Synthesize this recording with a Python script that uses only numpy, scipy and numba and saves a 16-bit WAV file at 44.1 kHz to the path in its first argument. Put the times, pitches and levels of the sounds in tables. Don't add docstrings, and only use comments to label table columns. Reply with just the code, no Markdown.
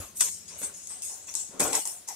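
import sys
import numpy as np
from scipy import signal
from scipy.fft import rfft, irfft
from scipy.io import wavfile
from scipy.ndimage import uniform_filter1d
from numba import njit

SR = 44100
rng = np.random.default_rng(int(sys.argv[2]) if len(sys.argv) > 2 else 0)


def master_out(mix):
    frames = np.transpose(np.atleast_2d(mix))
    ceiling = np.clip(frames, -1, 1)
    pcm = np.round(ceiling * 32767).astype(np.int16)
    wavfile.write(sys.argv[1], SR, pcm)


N = 94815


def undb(db):
    return 10 ** (np.asarray(db) / 20)


def unit(x):
    return x / np.sqrt(np.mean(x ** 2))


def fade(t, t60):
    return undb(-60 * np.maximum(t, 0) / max(t60, .002))


def stroke(t, start, rise, hold, t60):
    attack = np.clip((t - start) / max(rise, .001), 0, 1) ** 2
    return attack * fade(t - start - rise - hold, t60)


def curve(points):
    hz, db = np.array(points, float).T
    bins_hz = np.arange(N + 1) * SR / (2 * N)
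    return undb(np.interp(np.log(bins_hz + 1), np.log(hz), db))


def colour(x, points):
    cepstrum = irfft(np.log(unit(curve(points))))
    cepstrum[1:N] *= 2
    cepstrum[N + 1:] = 0
    response = np.exp(rfft(cepstrum))
    return irfft(rfft(x, 2 * N) * response)[..., :N]


def convolve(x, response):
    return signal.fftconvolve(np.atleast_2d(x), response, axes=-1)[:, :N]


@njit
def resonance(x, hz, width):
    y, band, low = np.empty(len(x)), 0., 0.
    for i in range(len(x)):
        g, k = np.tan(np.pi * hz[i] / SR), width / hz[i]
        v = (band + g * (x[i] + 1e-18 - low)) / (1 + g * (g + k))
        band, low, y[i] = 2 * v - band, low + 2 * g * v, k * v
    return y


def ringing(x, hz, width):
    centre, width = hz * np.ones(N), float(width)
    return unit(np.array([resonance(resonance(c, centre, width), centre, width) for c in x]))


def clicks(rate, spread_db, shared):
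    hits = rng.random((3, N)) < rate / SR
    signs = rng.choice([-1, 1], (3, N))
    x = hits * signs * undb(spread_db * rng.standard_normal((3, N)))
    power = np.abs(uniform_filter1d(x ** 2, size=900))
    x = x / np.sqrt(power + 1e-9)
    return np.sqrt(shared) * x[0] + np.sqrt(1 - shared) * x[1:]


def shifting(x, depth_db):
    z = signal.stft(x, nperseg=512)[2]
    field = uniform_filter1d(rng.standard_normal(z.shape[1:]), size=3, axis=0)
    field = unit(uniform_filter1d(field, size=7, axis=1))
    return unit(signal.istft(z * undb(depth_db * field))[1][:, :N])


def echoes(t, t60, db):
    return unit(rng.standard_normal((2, N)) * fade(t, t60)) * undb(db) / np.sqrt(N)


# f/Hz, level/dB
AIR_SPECTRUM = [(25, -20), (80, -10), (300, -4.5), (1300, -12.5), (7000, -10.5), (15000, -28)]
# t/s, level/dB
HUM_FADE = [(0, -62.5), (.62, -64), (.85, -70), (2.15, -76.5)]
AIR_DB = -58
HUM_HZ, HUM_WIDTH_HZ, OCTAVE_DB = 83.4, 38, -1


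def kitchen(t):
    air = colour(rng.standard_normal(N) + 1.15 * rng.standard_normal((2, N)), AIR_SPECTRUM)
    shake = rng.standard_normal((1, N))
    hum = ringing(shake, HUM_HZ, HUM_WIDTH_HZ)
    hum = hum + undb(OCTAVE_DB) * ringing(shake, 2 * HUM_HZ, 2 * HUM_WIDTH_HZ)
    hum_level = undb(np.interp(t, *np.array(HUM_FADE).T))
    return undb(AIR_DB) * unit(air) + hum_level * hum


# t/s, f/Hz, level/dB
NUDGES = [(0, 83, -34), (.045, 69.5, -48), (.625, 160, -49.5), (1.492, 210, -48), (1.604, 158, -38.5)]
NUDGE_RISE_S, NUDGE_T60_S = 0.0028, 0.084


def bump(t):
    out = 0
    for start, hz, db in NUDGES:
        thud = np.sin(2 * np.pi * hz * (t - start))
        out = out + undb(db) * thud * stroke(t, start, NUDGE_RISE_S, 0, NUDGE_T60_S)
    return out


POPS_PER_S, POP_SPREAD_DB, POP_SHARED = 1200, 3, 0.61
# start t/s, rise t/s, hold t/s, fade to -60 dB t/s, level/dB
JUDDERS = [(1.598, 0.0037, 0.094, 0.2354, -36), (1.725, 0.0038, 0.065, 0.0156, -39)]
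# f/Hz, level/dB
BASE_MODES = [(285, -1), (440, 2.5), (580, -1), (750, 1.5)]
BASE_WIDTH_HZ, BASE_RISE_PER_S = 68, 0.52


def slide(t):
    slips, out = clicks(POPS_PER_S, POP_SPREAD_DB, POP_SHARED), 0
    for start, rise, hold, t60, db in JUDDERS:
        tilt = np.exp(BASE_RISE_PER_S * np.clip(t - start - hold / 2, -hold, hold))
        modes = [undb(mode_db) * ringing(slips, hz * tilt, BASE_WIDTH_HZ) for hz, mode_db in BASE_MODES]
        out = out + undb(db) * stroke(t, start, rise, hold, t60) * unit(sum(modes))
    return out


# start t/s, rise t/s, hold t/s, fade to -60 dB t/s, level/dB before BATTER_DB,
# air pocket f/Hz at the start, then pocket level/dB and spatter level/dB against the bubbles
CUTS = [(0, 0.00046, 0.036, 0.32, -50, 1320, -2.5, -1), (0.2, 0.0086, 0.014, 0.03, -41, 1640, -3, 9.5),
        (0.23, 0.0077, 0.055, -0.21, -53, 760, -5.5, 6), (0.455, 0.058, 0.12, 0.57, -57, 620, -10, -0.5),
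        (0.61, 0.0078, 0.012, 0.38, -48, 1190, -14, -2), (0.892, 0.012, 0.017, 0.83, -60, 840, 1.5, 3.5),
        (1.087, 0.012, 0.011, 0.95, -65, 845, 10, -19), (1.275, 0.0073, 0.014, 0.16, -62, 980, 5.5, 11.5),
        (1.332, 0.014, 0.013, 0.54, -57.5, 860, 0.5, -4), (1.472, 0.073, 0.084, 0.27, -49, 405, -3.5, -18),
        (1.596, 0.0036, 0.025, 0.14, -29, 818, -6, -5.5), (1.643, 0.0087, 0.045, 0.23, -38.5, 1520, -7, -8),
        (1.723, 0.0033, 0.041, 0.19, -49.5, 938, 11.5, 12), (1.848, 0.0039, 0.0092, 0.5, -55.5, 887, 7, 1),
        (2.072, 0.013, 0.029, 0.2, -55.5, 873, 10.5, 0)]
# f/Hz, level/dB
BUBBLE_SPECTRUM = [(30, -13), (120, -13), (220, 0), (420, 1), (800, -1.5), (1400, -7), (2500, -21),
                   (6000, -26.5)]
# f/Hz, level/dB
SPATTER_SPECTRUM = [(400, -18.5), (1400, -4.5), (3500, -5.5), (10000, -21.5)]
POCKET_WIDTH_HZ, POCKET_SAG_PER_S = 217, 1.44
OVERTONE_RATIO, OVERTONE_DB = 2.21, -10
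BATTER_PATCHY_DB, BATTER_DB = 3.5, -1.5
ROOM_T60_S, BATTER_ROOM_DB, WHISK_ROOM_DB = 0.083, -6, -4


def batter(t):
    bubbles, spatter, pops = (clicks(POPS_PER_S, POP_SPREAD_DB, POP_SHARED) for _ in range(3))
    bubbles = shifting(colour(bubbles, BUBBLE_SPECTRUM), BATTER_PATCHY_DB)
    spatter = shifting(colour(spatter, SPATTER_SPECTRUM), BATTER_PATCHY_DB)
    out = 0
    for start, rise, hold, t60, db, hz, pocket_db, spatter_db in CUTS:
        note = hz * np.exp(-POCKET_SAG_PER_S * np.clip(t - start - rise, -rise, hold + t60))
        overtone = ringing(pops, note * OVERTONE_RATIO, 2 * POCKET_WIDTH_HZ)
        pocket = ringing(pops, note, POCKET_WIDTH_HZ) + undb(OVERTONE_DB) * overtone
        squelch = bubbles + undb(pocket_db) * pocket + undb(spatter_db) * spatter
        out = out + undb(db) * stroke(t, start, rise, hold, t60) * squelch
    return (out + convolve(out, echoes(t, ROOM_T60_S, BATTER_ROOM_DB))) * undb(BATTER_DB)


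# t/s, level/dB over TICK_S before WHISK_DB
STRIKES = [(0.1707, -30.5), (0.2071, -8), (0.2095, -6.5), (0.646, -29.5), (0.8714, -28), (1.021, -24),
           (1.340, -24), (1.3521, -17.5), (1.403, -33), (1.5984, -19), (1.6038, -10), (1.7306, -16.5),
           (1.7522, -12), (1.854, -23), (1.874, -21.5), (2.0864, -24)]
# f/Hz, level/dB
STRIKE_SPECTRUM = [(200, -29), (1200, -22.5), (3800, -12.5), (5400, -1), (8300, 7.5), (12000, -6.5),
                   (15500, -25)]
TICK_S, BOWL_T60_S = 0.002, 0.014


def ticks(t):
    blows, n = np.zeros((2, N)), 1024
    for (start, db), chatter in zip(STRIKES, rng.standard_normal((len(STRIKES), 3, n))):
        i = int(start * SR)
        burst = (chatter[0] + chatter[1:]) * fade(t[:n], BOWL_T60_S)
        blows[:, i:i + n] += undb(db) * unit(burst) * np.sqrt(TICK_S * SR / n)
    return colour(blows, STRIKE_SPECTRUM)


# start t/s, rise t/s, hold t/s, fade to -60 dB t/s, level/dB before WHISK_DB,
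# note of the rubbed wire f/Hz, then note level/dB and fine hiss level/dB against the rasp
DRAGS = [(0, 0.00053, 0.005, 0.45, -41.5, 6850, -2.5, 4), (0.139, 0.03, 0.078, 0.1, -42, 8450, 5, 7.5),
         (0.192, 0.008, 0.027, 0.55, -24.5, 6840, -9, -9.5),
         (0.475, 0.0067, 0.0094, 1, -39.5, 7000, -10, -17), (0.571, 0.019, 0.053, 0.4, -39, 8400, -8, -1),
         (0.611, 0.026, 0.0084, 0.13, -31.5, 8360, 4.5, -19),
         (0.718, 0.024, 0.042, 2.7, -44, 6830, -2.5, -9), (0.881, 0.009, 0.019, 0.58, -41, 8320, 6, -15),
         (1.022, 0.0044, 0.021, 0.38, -32, 8540, -5.5, -8),
         (1.075, 0.0078, 0.011, 0.68, -38, 7200, -1.5, -7),
         (1.267, 0.006, 0.01, 1.33, -41.5, 6700, -3.5, -9),
         (1.347, 0.014, 0.046, 0.33, -32.5, 7540, -2, -12.5),
         (1.592, 0.0046, 0.027, 0.67, -25.5, 7950, -6, -3.5),
         (1.728, 0.0016, 0.0052, 0.31, -26, 5200, -12, -26),
         (1.742, 0.005, 0.0086, 0.39, -26, 8600, -6, -3), (1.851, 0.0036, 0.02, 0.47, -34.5, 9300, 1, -0.5),
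         (2.071, 0.008, 0.0099, 0.4, -37, 5930, 0, -0.5)]
# f/Hz, level/dB
RASP_SPECTRUM = [(200, -76.5), (2500, -18.5), (4400, -15.5), (5300, -5), (6700, -3.5), (8600, 0.5),
                 (9800, -6), (12000, -20), (15500, -27.5)]
# f/Hz, level/dB
HISS_SPECTRUM = [(5000, -23.5), (10300, 12.5), (13000, 4.5), (15500, 0)]
CATCHES_PER_S, CATCH_SPREAD_DB, WIRE_SHARED = 1800, -1.5, 0.22
SING_WIDTH_HZ, WIRE_PATCHY_DB = 1650, 5.5


def scrapes():
    t = np.arange(N) / SR
    catches, slips, fine = (clicks(CATCHES_PER_S, CATCH_SPREAD_DB, WIRE_SHARED) for _ in range(3))
    singing, rasp_power, hiss_power = 0, 0, 0
    for start, rise, hold, t60, db, hz, sing_db, hiss_db in DRAGS:
        force = undb(db) * stroke(t, start, rise, hold, t60)
        rasp_power = rasp_power + force ** 2
        hiss_power = hiss_power + (force * undb(hiss_db)) ** 2
        singing = singing + force * undb(sing_db) * ringing(slips, hz, SING_WIDTH_HZ)
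    rasp = np.sqrt(rasp_power) * shifting(colour(catches, RASP_SPECTRUM), WIRE_PATCHY_DB)
    hiss = np.sqrt(hiss_power) * shifting(colour(fine, HISS_SPECTRUM), WIRE_PATCHY_DB)
    return singing + rasp + hiss


RING_LOW_HZ, RING_HIGH_HZ = 5208, 9243
RING_T60_S, RING_DB, WHISK_DB = 0.19, -11.5, -5.5


def loops(t, count):
    t = t[:SR // 2]
    ring = 0
    for k, (offset, *phases) in enumerate(rng.random((count, 3))):
        hz = RING_LOW_HZ + (RING_HIGH_HZ - RING_LOW_HZ) * (k + offset) / count
        ring = ring + np.sin(2 * np.pi * (hz * t + np.array(phases)[:, None]))
    return unit(np.pad(ring * fade(t, RING_T60_S), ((0, 0), (0, N - len(t)))))


def whisk(t):
    contact = ticks(t) + scrapes()
    ring = loops(t, count=70) * undb(RING_DB) / np.sqrt(N)
    room = echoes(t, ROOM_T60_S, WHISK_ROOM_DB)
    return (contact + convolve(contact, ring + room)) * undb(WHISK_DB)


def scene():
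    t = np.arange(N) / SR
    return kitchen(t) + bump(t) + slide(t) + batter(t) + whisk(t)


# f/Hz, L-R level/dB
PORT_BALANCE = [(80, 3.5), (5500, 5), (8000, 5), (11500, -2)]
PORT_LAG_S, CEILING, TOP_HZ = .00004, 0.72, 15600


def record(dry):
    lean = np.sqrt(curve(PORT_BALANCE))
    late = np.exp(-1j * np.pi * np.arange(N + 1) * SR / N * PORT_LAG_S)
    heard = irfft(rfft(dry, 2 * N) * np.array([lean * late, 1 / lean]))[:, :N]
    rounded = CEILING * np.tanh(heard / CEILING)
    return signal.sosfilt(signal.ellip(10, .2, 80, TOP_HZ, fs=SR, output="sos"), rounded)


dry = scene()
out = record(dry)
master_out(out)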